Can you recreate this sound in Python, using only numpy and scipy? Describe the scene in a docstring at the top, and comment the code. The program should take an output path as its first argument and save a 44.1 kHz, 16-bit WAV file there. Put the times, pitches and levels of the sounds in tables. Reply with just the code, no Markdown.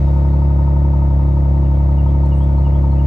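"""A six-cylinder car idles, heard close behind its twin tailpipes, for about three seconds.
Throughout, harmonics make a deep hum, uneven puffs ring the pipe, and shaped noise makes gas rush and hiss.
The hiss eases in the first half second, while gliding tones make other birds' thin chirps.
One firing pushes harder after a second; a faint noise tick follows, then a far bird repeats three gliding notes.
Two more ticks, more chirps and another hard firing come in among its phrases."""
import sys
import numpy as np
from scipy import signal
from scipy.fft import rfft, irfft, next_fast_len
from scipy.io import wavfile
from scipy.ndimage import map_coordinates

SR = 44100
rng = np.random.default_rng(int(sys.argv[2]) if len(sys.argv) > 2 else 0)


def bounce(signal):
    """Save signal as a 16-bit WAV file at the path given by the first command-line argument."""
    frames = np.transpose(np.atleast_2d(signal))
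    limited = np.clip(frames, -1, 1)
    pcm = np.round(limited * 32767).astype(np.int16)
    wavfile.write(sys.argv[1], SR, pcm)


N = 134946

# In every table and setting, a positive left-right value means the left is louder.
# engine speed: (time [s], firing rate [Hz])
ENGINE_SPEED = [(0.0, 68.88), (0.2, 69.48), (0.4, 70.42), (0.53, 69.67), (0.87, 70.25), (1.08, 69.03),
                (1.16, 68.42), (1.25, 68.91), (1.37, 69.66), (1.47, 68.56), (1.57, 69.95), (1.68, 68.27),
                (1.8, 69.34), (2.2, 69.69), (2.6, 69.12), (2.93, 68.94), (3.06, 68.99)]
CYLINDER_COUNT = 6
FIRST_FIRING = 0.027  # place in the cycle at the start [firings]

# harmonics of the hum: (multiple of one bank's firing rate, relative level [dB])
HUM_HARMONICS = [(1, -31), (2, 0), (3, -15), (4, -6.6), (5, -18), (6, -26), (7, -25.5), (8, -25.5),
                 (9, -25.5), (10, -24.5), (15, -38), (18, -39), (20, -39), (22, -39), (24, -42)]
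# left-right balance of the hum: (frequency [Hz], left-right [dB])
HUM_BALANCE = [(69, .5), (104, .7), (139, -2.1), (174, -5), (208, 6.6), (347, 5.8), (560, 8.5)]
HUM_DB, HUM_LAG_S = -13, 0.00024
BANK_LEAD = 0.1  # lead of the odd harmonics [firings]
DISPERSION_S_PER_HZ = .000003  # the silencer delays high harmonics
SILENCER_HZ, SILENCER_WIDTH_HZ = 260, 14
WAVER_SHARE = .035  # dB of waver for each dB of a harmonic's relative level

# harder firings: (time [s], peak level [dB])
HARD_FIRINGS = [(1.143, -22), (2.791, -20)]
THUMP_S = 0.0019  # time from the peak to 1/e of it

# cylinders: (place in the cycle [firings], relative puff level [dB], relative ring level [dB])
CYLINDER_FIRINGS = [(.36, 0, -9), (1.15, 1, -5), (2.33, 0, -10), (3.05, -.5, -3.5), (4.33, -2, -8),
                    (5.15, -2.5, 2)]
# tone colour of a puff: (frequency [Hz], relative level [dB])
PUFF_COLOUR = [(250, -41), (390, -15), (438, 2), (468, -3.5), (505, 9.5), (535, 4), (570, 8), (640, 5.5),
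               (690, 2.5), (730, -9), (790, -15), (850, -6), (950, -12), (1100, -11.5), (1350, -27),
               (1600, -34), (2100, -41), (3000, -57.5), (6000, -79)]
PUFF_DB, PUFF_PAN_DB, PUFF_LAG_S = -36, 8, 0.0005
PUFF_SCATTER_DB, PUFF_JITTER_S = 1.2, .00007
# pipe resonances: (frequency [Hz], width of one filter pass [Hz], relative level [dB])
PIPE_RESONANCES = [(905, 20, -1), (914, 62, 2.5), (1255, 50, -11)]
# loudness of the pipe ring: (time [s], level [dB])
RING_LOUDNESS = [(0, -40), (.4, -37.5), (.95, -38), (1.5, -39.5), (3.06, -39.5)]
RING_PAN_DB, RING_LAG_S = 5.5, .00003
RING_SCATTER_DB, RING_JITTER_S = 1.6, .00005

# colour of the low exhaust noise: (frequency [Hz], relative level per Hz [dB])
RUMBLE_COLOUR = [(20, -19), (55, -2), (90, -1), (150, -9), (200, -13), (320, -10.5), (450, -27),
                 (1000, -89.5)]
# colour of the gas rush: (frequency [Hz], relative level per Hz [dB])
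GAS_COLOUR = [(120, -23.5), (220, -11.5), (320, -2.5), (400, -4), (600, 1), (780, -9.5), (945, -4),
              (1040, -4), (1270, -8), (1450, -17.5), (2200, -21), (4000, -53)]
# left-right balance of the gas rush: (frequency [Hz], left-right [dB])
GAS_BALANCE = [(200, 5), (400, -4), (550, 6.5), (780, 9), (950, 1.5), (1500, 2.5)]
RUMBLE_DB, GAS_DB, GAS_LAG_S = -32.5, -39.5, 0.00037

# colour of the engine hiss: (frequency [Hz], relative level per Hz [dB])
HISS_COLOUR = [(400, -7.5), (1500, -14.5), (2000, 1.5), (2500, -4), (3500, -7.5), (5000, -10.5),
               (7000, -14), (8600, -20), (10500, -21.5), (11900, -16.5), (12500, -43), (15000, -43.5)]
# middle loudness of the hiss, which swells around it: (time [s], level [dB])
HISS_LOUDNESS = [(0, -53.5), (.45, -58.5), (.9, -58), (3.06, -57)]
# colour of the valve tap: (frequency [Hz], relative level per Hz [dB])
TAP_COLOUR = [(1000, -36.5), (1650, -16), (1890, -4), (2100, -14.5), (2400, -19.5), (4000, -36),
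              (6000, -74)]
TAP_DB = -64.5
# narrow singing bands: (frequency [Hz], width [Hz], level at the start [dB], left-right [dB])
WHINE_BANDS = [(1464, 23, -58.5, -7.5), (1860, 90, -62.5, -2), (2570, 66, -65.5, 3), (3785, 81, -67, 2),
               (4250, 90, -72.5, 1), (4970, 120, -72.5, 1), (12050, 180, -79.5, -0.5)]
WHINE_DB_PER_S = -2.8

# far bird's phrases: (time [s], middle note [dB], first note relative [dB], last note relative [dB])
BIRD_PHRASES = [(1.657, -60, -10, -5), (1.995, -53.5, -16, -7), (2.33, -51, -13, -4),
                (2.665, -51.5, -10, -6.5), (3.0, -55.5, -6, -6)]
# notes of a phrase: (centre after phrase time [s], length [s], start [Hz], end [Hz], blur [radians])
BIRD_NOTES = [(-.079, .035, 4280, 4130, .6), (0, .055, 3000, 2670, .35), (.095, .075, 2920, 3600, 1.3)]
# other birds: (centre [s], length [s], start [Hz], end [Hz], level [dB])
BIRD_CHIRPS = [(.09, .06, 3800, 3720, -62), (.35, .22, 4100, 4350, -68), (.44, .1, 4880, 4950, -69),
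               (2.378, .1, 7800, 8650, -64), (2.436, .05, 8650, 7350, -66), (2.968, .06, 2700, 2540, -58)]
BIRD_PAN_DB, BIRD_ECHO_DB, BIRD_T60_S = -1.2, -1, 0.6

# faint clicks: (time [s], level before TICK_DB is added [dB], left-right [dB])
TICK_TIMES = [(1.5334, -61, 6), (2.259, -47.5, -18), (2.2882, -44, -5.5)]
# colour of a click: (frequency [Hz], relative level per Hz [dB])
TICK_COLOUR = [(2000, -34), (5000, -6), (8500, 1), (11000, -10.5), (14000, -21)]
TICK_T60_S, TICK_DB = 0.037, -12  # time to fall 60 dB [s], level trim [dB]

TOP_HZ = 15200


def amp(db):
    """Turn decibels into a gain."""
    return 10 ** (np.asarray(db) / 20)


def unit(x):
    """Scale a sound to rms 1."""
    return x / np.sqrt(np.mean(x ** 2) + 1e-20)


def along(points, hz):
    """Read (frequency [Hz], value) points on a log frequency axis."""
    f, v = np.transpose(points)
    return np.interp(np.log(hz + 1), np.log(f + 1), v)


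def curve(rows):
    """Turn (time [s], value) points into one value per sample."""
    return np.interp(np.arange(N) / SR, *np.transpose(rows))


def wobble(rate):
    """Draw a smooth random curve with this many knots a second."""
    knots = rng.standard_normal(int(N * rate / SR) + 4)
    return map_coordinates(knots, [np.arange(N) * rate / SR])


def filtered(x, response):
    """Multiply the spectrum of x by a complex response of frequency."""
    m = next_fast_len(N + SR // 2)
    return irfft(rfft(x, m) * response(np.fft.rfftfreq(m, 1 / SR)), m)[..., :N]


def causal(gain):
    """Give the response with this gain that rings only after it is struck."""
    c = irfft(np.log(gain))
    # fold the half before the strike onto the half after it
    c[1:len(c) // 2] *= 2
    c[len(c) // 2 + 1:] = 0
    return np.exp(rfft(c))


def sides(pan_db):
    """Give left and right gains that differ by pan_db."""
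    return amp(np.array([[.5], [-.5]]) * pan_db)


def placed(x, pan_db, lag_s):
    """Set a sound between left and right, with the left side arriving later."""
    lag = np.round(abs(lag_s) * SR) / SR
    lags = np.array([[lag], [0]])
    return sides(pan_db) * filtered(x, lambda hz: np.exp(-2j * np.pi * hz * lags))


def noise(colour, alike):
    """Make coloured stereo noise of rms 1; alike says how closely the two sides match."""
    a, b = filtered(rng.standard_normal((2, N)), lambda hz: amp(along(colour, hz)))
    u = np.arccos(np.clip(alike, -1, 1)) / 2
    shared, opposed = np.cos(u) * a, np.sin(u) * b
    return unit(np.array([shared + opposed, shared - opposed]))


def pulses(firings, places, levels_db, scatter_db, jitter_s):
    """Give one impulse per cylinder and cycle, each a little different in size and time."""
    cycles = np.arange(int(firings[-1] / CYLINDER_COUNT) + 1)[:, None]
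    due = (cycles * CYLINDER_COUNT + places).ravel()
    at = np.interp(due, firings, np.arange(N), right=2 * N)  # late ones fall past the end
    chance = rng.standard_normal((len(at), 2))
    size = amp(np.tile(levels_db, len(cycles)) + scatter_db * chance[:, 0])
    samples = np.abs(at + jitter_s * SR * chance[:, 1]).astype(int)
    return np.bincount(samples, size, N)[:N]


def hum(firings):
    """Sum harmonics of the exhaust pressure wave; odd ones come from unequal banks, weak ones waver most."""
    out = np.zeros((2, N))
    for k, db in HUM_HARMONICS:
        hz = k * np.mean(curve(ENGINE_SPEED)) / 2
        turns = k * (firings + k % 2 * BANK_LEAD)
        delay = DISPERSION_S_PER_HZ * hz ** 2
        side_lag = np.array([[-1], [1]]) * hz * HUM_LAG_S
        phase = np.pi * (turns - delay + side_lag)
        # the silencer's narrow resonance turns the phase of harmonics near it
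        silencer_turn = 2 * np.arctan2(SILENCER_WIDTH_HZ / 2, SILENCER_HZ - hz)
        waver_db = 0.033 * wobble(22) + WAVER_SHARE * db * wobble(8.6)
        level = np.sqrt(2) * amp(HUM_DB + db + waver_db)
        out += level * sides(along(HUM_BALANCE, hz)) * np.sin(phase - silencer_turn)
    return out


def tailpipe(firings):
    """Each firing gives a hollow puff and rings the pipe, unevenly from cylinder to cylinder."""
    places, puff_db, ring_db = np.transpose(CYLINDER_FIRINGS)

    def pipe(f):
        """Add up the pipe's resonances, each passed twice."""
        return sum(amp(db) * (1j * f * w / (hz * hz - f * f + 1j * f * w)) ** 2
                   for hz, w, db in PIPE_RESONANCES)

    puff_hits = pulses(firings, places, puff_db, PUFF_SCATTER_DB, PUFF_JITTER_S)
    puffs = filtered(puff_hits, lambda hz: causal(amp(along(PUFF_COLOUR, hz))))
    ring_hits = pulses(firings, places, ring_db, RING_SCATTER_DB, RING_JITTER_S)
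    rings = filtered(ring_hits, pipe)
    puff_sound = amp(PUFF_DB) * placed(unit(puffs), PUFF_PAN_DB, PUFF_LAG_S)
    return puff_sound + amp(curve(RING_LOUDNESS)) * placed(unit(rings), RING_PAN_DB, RING_LAG_S)


def thumps():
    """Some firings push harder than the rest: each is one short, smooth negative pulse."""
    t = np.arange(N) / SR
    return -sum(amp(db) * np.exp(-((t - s) / THUMP_S) ** 2) for s, db in HARD_FIRINGS)


def gas(firings):
    """Turbulent exhaust makes a low rumble and a rush that swells with each firing."""
    swell = amp(0.57 * np.cos(2 * np.pi * (firings - .44)))
    rush = filtered(noise(GAS_COLOUR, alike=0.28), lambda hz: sides(along(GAS_BALANCE, hz)))
    rumble = amp(RUMBLE_DB) * noise(RUMBLE_COLOUR, alike=0.99)
    return rumble + amp(GAS_DB) * placed(unit(rush * swell), 0, GAS_LAG_S)


def hiss(firings):
    """Engine hiss swells slightly with each firing, with one soft, fading valve tap a cycle."""
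    level_db = curve(HISS_LOUDNESS) + 1.0 * np.cos(2 * np.pi * (firings - .32))
    since_tap = (firings - 1.76) % CYLINDER_COUNT  # [firings]
    tap = np.exp(-since_tap / 0.34) * noise(TAP_COLOUR, alike=1.0)
    return amp(level_db) * noise(HISS_COLOUR, alike=0.38) + amp(TAP_DB) * unit(tap)


def whines():
    """Faint narrow bands of noise sing in the engine hiss and slowly fade."""
    def band(hz, width):
        """Keep only the noise near one frequency."""
        raw = rng.standard_normal((2, N))
        return unit(filtered(raw, lambda f: 1 / (1 + (2 * (f - hz) / width) ** 2)))

    fade = amp(WHINE_DB_PER_S * np.arange(N) / SR)
    return fade * sum(amp(db) * sides(pan) * band(hz, width) for hz, width, db, pan in WHINE_BANDS)


def whistle(centre, length, start_hz, end_hz, db, blur):
    """Make one gliding note that swells and fades, its phase blurred by distance."""
    u = np.clip((np.arange(N) / SR - centre) / length + .5, 0, 1)  # 0 to 1 through the note
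    pitch_hz = start_hz + (end_hz - start_hz) * u
    phase = 2 * np.pi * np.cumsum(pitch_hz) / SR + blur * wobble(220)
    return np.sqrt(2) * amp(db) * np.sin(np.pi * u) ** 2 * np.sin(phase)


def birds():
    """Trees scatter a repeated phrase into a fading echo, its notes stressed anew; thin chirps stay dry."""
    song = sum(whistle(s + at, length, a, b, db + rel, blur)
               for s, db, first_db, last_db in BIRD_PHRASES
               for (at, length, a, b, blur), rel in zip(BIRD_NOTES, (first_db, 0, last_db)))
    chirps = sum(whistle(*row, blur=.45) for row in BIRD_CHIRPS)
    t = np.arange(SR // 2) / SR
    tail = rng.standard_normal((2, len(t))) * amp(-60 * t / BIRD_T60_S)
    echo = signal.fftconvolve(song[None], tail / np.linalg.norm(tail[0]), axes=1)[:, :N]
    return sides(BIRD_PAN_DB) * (song + chirps) + amp(BIRD_ECHO_DB) * echo


def ticks():
    """Tiny dry clicks: noise that starts at once and dies away quickly."""
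    t = np.arange(N) / SR
    level = sum((t >= s) * amp(db + TICK_DB - 60 * np.abs(t - s) / TICK_T60_S) * sides(pan)
                for s, db, pan in TICK_TIMES)
    return level * noise(TICK_COLOUR, alike=.5)


def scene():
    """Count firings from the engine speed, which times most engine layers, and add all the layers."""
    firings = FIRST_FIRING + np.cumsum(curve(ENGINE_SPEED)) / SR
    exhaust = hum(firings) + tailpipe(firings) + thumps() + gas(firings)
    engine = hiss(firings) + whines()
    return exhaust + engine + birds() + ticks()


def record(dry):
    """Fade in over the first 100 samples and cut steeply above the top frequency."""
    low_pass = signal.ellip(10, .1, 80, TOP_HZ, fs=SR, output="sos")  # ripple .1 dB, cut 80 dB
    fade_in = np.minimum(np.arange(N) / 100, 1)
    return signal.sosfilt(low_pass, dry * fade_in)


dry = scene()
out = record(dry)
bounce(out)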